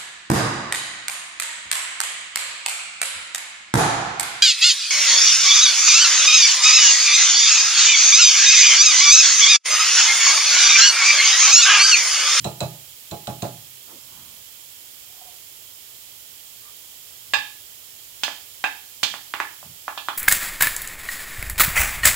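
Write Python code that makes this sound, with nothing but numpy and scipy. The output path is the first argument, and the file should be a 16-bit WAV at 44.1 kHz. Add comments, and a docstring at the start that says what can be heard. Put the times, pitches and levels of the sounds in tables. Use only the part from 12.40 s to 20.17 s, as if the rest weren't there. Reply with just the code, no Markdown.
"""A wire whisk knocks five times on a ceramic bowl of batter, which thuds on its wooden board.
Grated food slides in from a plate; then a wooden spoon knocks the plate clear, with dull clacks and
ringing clinks. Each blow mixes a short burst of noise with fading tones, the natural notes of the dish.
A small kitchen echoes every blow, over a steady microphone hiss."""
import sys
import numpy as np
from scipy import signal
from scipy.fft import rfft, irfft, next_fast_len
from scipy.io import wavfile

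SR = 44100
rng = np.random.default_rng(int(sys.argv[2]) if len(sys.argv) > 2 else 0)


def wrap_up_sound(samples):
    """Save the sound to the file named by the first command line argument, as 16-bit audio."""
    columns = np.atleast_2d(samples).T
    # keep every value between -1 and 1, then stretch to whole-number steps
    tamed = np.clip(columns, -1, 1)
    steps = np.round(tamed * 32767).astype(np.int16)
    wavfile.write(sys.argv[1], SR, steps)


N = 342657
AGE = np.arange(int(.5 * SR)) / SR   # seconds since a sound began

# How alike the two channels are. Each row: frequency in Hz, likeness from 0 (unrelated) to 1 (same).
LIKENESS = [(130, .96), (300, .75), (650, .55), (1400, .1), (3000, 0)]
# Where the sound sits between the channels. Each row: frequency in Hz, left minus right in dB.
PAN = [(130, -3), (700, -3.5), (1400, -3.5), (2500, -14), (4400, -14), (8000, -7)]


def whisk(tick_db=1, rim_db=-3, thud_db=-6, bowl_db=-2):
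    """The wires tick on the rim; a moment later the heavy bowl rocks and sets the board booming."""
    # Whisk blows. Each row: start in seconds, strength in dB, how freely the rim rings in dB.
    blows = [(0.0433, -22, 1), (0.2042, -21, -2), (0.7112, -28, -9), (0.8707, -24.5, -12),
             (1.0214, -22, -16)]
    # Notes of the wires and rim. Each row: pitch in Hz, level in dB, seconds to fade by 60 dB.
    rim_notes = [(2540, -18.5, 0.31), (2700, -28, 0.32), (3300, -27, .2), (3924, -12, 0.17),
                 (4005, -12, 0.19), (4200, -21, 0.29), (5360, -23, 0.26), (7060, -33, .14),
                 (7300, -34, .14)]
    # Notes of the full bowl on its board, with the same columns.
    bowl_notes = [(114, -9, 0.17), (127.2, -4, 0.3), (157, -8, 0.38), (202.3, -6, 0.19), (332.4, -10, 0.32),
                  (395, -21, .2), (585.6, -5.5, 0.14), (677, -7, 0.21), (707, -5, 0.12), (835, -8, 0.37),
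                  (1232, -22, 0.38)]
    # Tone colour of the wires' tick. Each row: frequency in Hz, level in dB.
    tick_colour = [(500, -8), (1400, -1.5), (2000, -8.5), (2700, 2), (3400, 0.5), (4000, 9.5), (4700, -2),
                   (6200, -2), (7300, 6.5), (9000, -7), (16000, -20)]
    # Tone colour of the bowl's thud, with the same columns.
    thud_colour = [(40, -34), (85, -12), (130, 7), (200, -7.5), (255, -11.5), (340, -2), (460, -5),
                   (650, 1.5), (900, -7), (1100, -12), (1450, -17), (2000, -30), (4000, -31)]
    # The bowl rocks after a tick. Each row: delay in seconds, level in dB.
    rocking = [(.006, 3.5), (.019, 0.5), (.028, 0)]
    knocks, rings, hz = np.zeros((2, N)), np.zeros((2, N)), frequencies(AGE.size)
    for start, blow_db, free_db in blows:
        wire_db = blow_db + 0.15 * free_db   # batter that muffles the rim dulls the tick too
        tick = noise(amp(at_hz(tick_colour, hz)), AGE.size, pan=[(1000, -8), (4000, -4)])
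        add(knocks, start, amp(wire_db + tick_db) * tick * fade_out(0.03) * fade_in(0.00082))
        add(rings, start, amp(blow_db + free_db + rim_db) * ring(rim_notes, scatter_db=2.5))
        for delay, rock_db in rocking:
            thud = noise(amp(at_hz(thud_colour, hz)), AGE.size) * fade_out(0.1) * fade_in(0.00038)
            add(knocks, start + delay, amp(blow_db + thud_db + rock_db) * thud)
        boom = ring(bowl_notes, scatter_db=2) * fade_in(0.0058)
        add(rings, start + 0.00599, amp(blow_db + bowl_db) * boom)
    return knocks, rings


def spoon(crack_db=-3, bell_db=-7, muffled_db=-6, clink_db=-12, hand_db=-29):
    """Each blow clacks; a free plate rings like a bell, and a hard, short contact adds a bright clink."""
    # Spoon blows. Each row: start in seconds, strength in dB, hardness as the frequency in Hz
    # up to which it sounds bright, how freely the plate rings in dB.
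    blows = [ (4.9361, -10, 5960, 0), (5.8346, -14.5, 8100, -7), (5.8808, -15, 1410, -19),
             (6.2404, -6, 2900, -7.5), (6.6316, -9, 7730, -19.5), (6.7401, -17.5, 3400, -23),
             (6.9386, -9.5, 3240, -47), (7.0015, -5.5, 2070, -15.5), (7.229, -31.5, 1500, -22),
             (7.4806, -12, 2380, -17.5), (7.576, -19.5, 5550, -11), (7.6856, -8.5, 3460, -31)]
    # The plate's many fast-fading notes blur into a crack. Each row: frequency in Hz, level in dB.
    crack_colour = [(150, -13.5), (500, -17), (850, -26), (1600, 3), (2050, -25), (2500, 2), (3200, 9.5),
                    (4200, 5), (5200, 2.5), (6200, -1), (7300, 2), (9500, -4), (16000, 2)]
    # The plate swinging freely. Each row: pitch in Hz, level in dB, seconds to fade by 60 dB.
    bell_notes = [(805, -15, 0.24), (840, -12, 0.32), (1640, -10, 0.11), (1712, -5.5, 0.35),
                  (1744, -6.5, 0.27), (2450, -8, 0.16), (2670, -4.5, 0.28), (3728, -12.5, 0.42),
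                  (4920, -21, 0.21), (4940, -17.5, 0.22), (6520, -11, 0.2), (7570, -8, 0.19)]
    # The plate's face, rung by a hard contact, with the same columns.
    clink_notes = [(2020, -16, .28), (2330, -8, .28), (2406, -9, .3), (2740, -10, .25), (2966, -10, .24),
                   (3110, -12, .27), (3390, -8, .3), (3483, -12, .3), (3570, -8, .25), (3698, -12, .2),
                   (4000, -14, .28), (4208, -7, .27), (4334, -12, .25), (4683, -18, .25), (5700, -21, .28),
                   (7273, -16, .25)]
    # The held plate, humming briefly after any clack, with the same columns.
    held_notes = [(341.4, -52, 0.37), (825, -27.5, 0.21), (965, -31, 0.13), (1047, -37, 0.078),
                  (1110, -25, 0.097), (1520, -58, .18)]
    knocks, rings, hz = np.zeros((2, N)), np.zeros((2, N)), frequencies(AGE.size)
    direct_pan = [(1000, -7.5), (4000, -7)]   # columns as in PAN
    crack_gain, muffled_gain = amp(at_hz(crack_colour, hz)), muffled_plate(hz)
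    treble_floor = amp(-13)
    for start, blow_db, top_hz, free_db in blows:
        clack_hz, width, hard_db = contact(start, blow_db, top_hz)
        ring_db = blow_db + free_db
        # a softer, longer contact reaches fewer of the high notes
        reach = lambda f: (1 - treble_floor) / (1 + (f / top_hz) ** 6) + treble_floor
        add(knocks, start, amp(blow_db) * clack(clack_hz, width, pan_db=-2.5))
        # the whole plate gives a little in the hand
        add(knocks, start, amp(blow_db + hand_db) * clack(hz=350, width=0.22, pan_db=-9))
        crack = noise(crack_gain * reach(hz), AGE.size, direct_pan) * fade_out(0.071)
        add(knocks, start, amp(hard_db + crack_db) * crack)
        muffled = noise(muffled_gain * reach(hz), AGE.size, direct_pan) * fade_out(0.11)
        add(knocks, start, amp(ring_db + muffled_db) * muffled)
        add(rings, start, amp(blow_db) * ring(held_notes, scatter_db=0.5))
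        add(rings, start, amp(ring_db + bell_db) * ring(bell_notes, scatter_db=1.5, weight=reach))
        add(rings, start, amp(hard_db + clink_db) * ring(clink_notes, scatter_db=3, weight=reach))
    return knocks, rings


def contact(start, blow_db, top_hz, usual_db=-11, usual_top_hz=3920):
    """A blow's clack pitch, clack width and clink level; stronger, harder ones are shorter, so higher."""
    # Food damps the clack, which turns hollower, and lower once the spoon works at the rim.
    # Each row: time in seconds, pitch of a usual blow in Hz, band width relative to the pitch.
    clack_colour = [(5.9, 1170, 0.93), (6.9, 1370, 0.56), (7.45, 1110, 0.36)]
    times, pitches, widths = np.transpose(clack_colour)
    hardness = np.log2(top_hz / usual_top_hz)
    rise_octaves = .02 * (blow_db - usual_db) + 0.1 * hardness
    clack_hz = np.interp(start, times, pitches) * 2 ** rise_octaves
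    hard_db = blow_db - 14.5 + 13 * hardness
    return clack_hz, np.interp(start, times, widths), hard_db


def clack(hz, width, pan_db):
    """Wood on ceramic: one swing that dies at once, made by filtering a click to a band around hz."""
    edges = np.clip([hz / (1 + width), hz * (1 + width)], 20, .45 * SR)
    click = (AGE == 0) + 1e-18
    swing = -signal.sosfilt(signal.butter(2, edges, "band", fs=SR, output="sos"), click)
    return swing / np.abs(swing).max() * sides(pan_db)


def muffled_plate(hz):
    """Gain at each frequency while the spoon still touches the plate and blurs its notes."""
    # The plate's blurred notes. Each row: centre in Hz, width in Hz, level in dB.
    peaks = [(850, 75, 2), (1120, 125, -5), (1655, 85, 4), (2570, 235, -1), (3630, 150, -21),
             (4910, 160, -9.5)]
    power = sum(amp(2 * db) / (1 + ((hz - centre) / width) ** 2) ** 2 for centre, width, db in peaks)
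    return np.sqrt(power)


def food(small_lump_s=0.018, small_plop_hz=344):
    """Each lump rustles off the plate, then plops into the bowl; the bigger, the lower."""
    # Lumps of grated food. Each row: time in seconds, length in seconds, level in dB.
    lumps = [(1.512, 0.021, -53), (1.801, .1, -58)]
    out = np.zeros((2, N))
    for time, length, db in lumps:
        plop_hz = small_plop_hz * (small_lump_s / length) ** 0.71
        rustle = swell(time, length, hz=1020, octaves=0.53, db=db)
        plop = swell(time + 0.027, length + 0.018, plop_hz, octaves=1, db=db + 1.2)
        out += rustle + plop
    return out


def handling():
    """The plate rubs with a faint note inside a broader scuff; the board takes a few dull bumps."""
    # Plate rubs. Each row: time in seconds, length in seconds, pitch in Hz, level in dB.
    rubs = [(2.849, 0.086, 735, -56), (4.273, 0.027, 1196, -56)]
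    # Soft bumps on the board. Each row: time in seconds, level in dB.
    bumps = [(0.0, -42), (4.96, -56), (7.295, -51.5)]
    out = np.zeros((2, N))
    for time, length, hz, db in rubs:
        note = swell(time, length, hz, octaves=0.059, db=db)
        scuff = swell(time, length, hz, octaves=0.59, db=db - 3)
        out += note + scuff
    return out + sum(swell(time, length=0.042, hz=124, octaves=0.68, db=db) for time, db in bumps)


def kitchen(sound, build_s=0.0013, early_db=-16, early_fade_s=0.13):
    """Quick echoes off the worktop and dishes, then a smooth tail whose length depends on pitch."""
    # The room's echo. Each row: frequency in Hz, seconds to fade by 60 dB.
    fade_times = [(120, 0.56), (400, 0.4), (1000, 0.3552), (3000, 0.43), (7000, 0.5), (14000, 0.37)]
    hz = frequencies(AGE.size)
    spectrum = rfft(noise(np.ones_like(hz), AGE.size))
    early = amp(early_db) * fade_out(early_fade_s)
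    echo = np.zeros((2, AGE.size))
    for band_hz, fade_s in fade_times:
        share = at_hz([(f, f == band_hz) for f, _ in fade_times], hz)
        echo += irfft(spectrum * share, AGE.size) * (fade_out(fade_s) + early)
    echo *= 1 - np.exp(-(AGE / build_s) ** 2)
    echo /= np.sqrt(np.sum(echo ** 2) / 2)
    return signal.fftconvolve(sound.mean(0, keepdims=True), echo, axes=1)[:, :N]


def hiss(left_db=-45, right_db=-37.5, rumble_db=-61.5):
    """Each microphone has a steady hiss of its own; both hear a faint room rumble."""
    # Tone colours of the two hisses and the rumble. Each row: frequency in Hz, level in dB.
    left_colour = [(300, -11), (600, -9), (1400, -11), (2100, -3), (2900, -5), (3180, 0), (3500, -3),
                   (5800, -2), (6450, 5), (6900, 1), (9300, 0.5), (10500, 2), (15800, 5)]
    right_colour = [(300, 0), (1550, -1), (2850, 8.5), (3220, 13.5), (3500, 9), (4100, 7.5), (5500, 9),
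                    (6200, 5), (7100, 11.5), (8200, 7.5), (9800, 6.5), (12500, 10.5), (14000, 10),
                    (15800, 11)]
    rumble_colour = [(20, 5), (45, 1), (80, 1), (130, -0.5), (230, -20.5), (350, -7.5), (700, -9.5),
                     (1500, -14), (4000, -54)]
    size, centred = next_fast_len(N), [(1, 0)]
    steady = lambda colour, pan: noise(amp(at_hz(colour, frequencies(size))), size, pan)[:, :N]
    left = amp(left_db) * steady(left_colour, centred)[0]
    right = amp(right_db) * steady(right_colour, centred)[1]
    return np.array([left, right]) + amp(rumble_db) * steady(rumble_colour, PAN)


def ring(notes, scatter_db, weight=np.ones_like):
    """A struck dish's fading notes; each blow gives them new random strengths."""
    out = 0
    for k, (hz, db, fade_s) in enumerate(notes):
        # high notes reach the two microphones out of step
        phase_gap = np.arccos(np.clip(at_hz(LIKENESS, hz), -1, 1)) * rng.choice([-1, 1])
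        tone = np.sin(2 * np.pi * hz * AGE + np.array([[phase_gap], [0]]))
        gain = amp(db + scatter_db * rng.standard_normal()) * weight(float(hz)) * sides(at_hz(PAN, hz))
        out = out + (-1) ** k * gain * fade_out(fade_s) * tone
    return out


def swell(time, length, hz, octaves, db):
    """A brief swell of noise, spread some octaves around one pitch and loudest at the given time."""
    out, start = np.zeros((2, N)), max(time - AGE[-1] / 2, 0)
    loudness = np.exp(-.5 * ((start + AGE - time) / length) ** 2)
    octaves_away = np.log2(np.maximum(frequencies(AGE.size), 1) / hz)
    band = np.exp(-.5 * (octaves_away / octaves) ** 2)
    add(out, start, amp(db) * loudness * noise(band, AGE.size))
    return out


def noise(gain, size, pan=PAN):
    """Stereo noise; the gain at each frequency sets its tone colour, not its overall level."""
    hz = frequencies(size)
    alike = np.clip(at_hz(LIKENESS, hz), -1, 1)
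    shared, opposed = rfft(rng.standard_normal((2, size)))
    pair = np.sqrt((1 + alike) / 2) * shared + np.sqrt((1 - alike) / 2) * opposed * [[1], [-1]]
    return irfft(pair * gain * sides(at_hz(pan, hz)), size) / np.sqrt(np.mean(gain ** 2))


def fade_in(seconds):
    """A rise from 0 to 1, about two thirds done after this time."""
    return 1 - np.exp(-AGE / seconds)


def fade_out(seconds):
    """A fall of 60 dB in this time."""
    return np.exp(-np.log(1000) * AGE / seconds)


def amp(db):
    """Turn decibels into a gain."""
    return 10 ** (np.asarray(db) / 20)


def at_hz(points, hz):
    """Read between a table's rows, with octaves evenly spaced."""
    row_hz, value = np.transpose(points)
    return np.interp(np.log(np.maximum(hz, 1)), np.log(row_hz), value)


def sides(pan_db):
    """Left and right gains; positive dB leans left."""
    return amp(np.array([[.5], [-.5]]) * pan_db)


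def add(out, start_s, sound):
    """Mix a stereo sound in at a time."""
    first = max(round(start_s * SR), 0)
    out[:, first:first + sound.shape[1]] += sound[:, :N - first]


def frequencies(size):
    """The frequencies in Hz that make up a sound of this many samples."""
    return np.fft.rfftfreq(size, 1 / SR)


def scene(whisk_echo_db=-2, spoon_echo_db=-1, ring_echo_db=-15):
    """Whisk and spoon close to the microphone, with the kitchen around them."""
    whisk_knocks, bowl_rings = whisk()
    spoon_knocks, plate_rings = spoon()
    rings = bowl_rings + plate_rings
    knocks_to_room = amp(whisk_echo_db) * whisk_knocks + amp(spoon_echo_db) * spoon_knocks
    room = kitchen(knocks_to_room + amp(ring_echo_db) * rings)
    return whisk_knocks + spoon_knocks + rings + room + food() + handling() + hiss()


def record(dry, low_cut_hz=62, peak_limit=.88, high_cut_hz=15780):
    """The microphone drops the deep bass, clips the very loudest peaks and cuts the highest treble."""
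    thinned = signal.sosfilt(signal.butter(2, low_cut_hz, "high", fs=SR, output="sos"), dry)
    clipped = np.clip(thinned, -peak_limit, peak_limit)
    return signal.sosfilt(signal.ellip(12, .1, 80, high_cut_hz, fs=SR, output="sos"), clipped)


dry = scene()
out = record(dry)
wrap_up_sound(out)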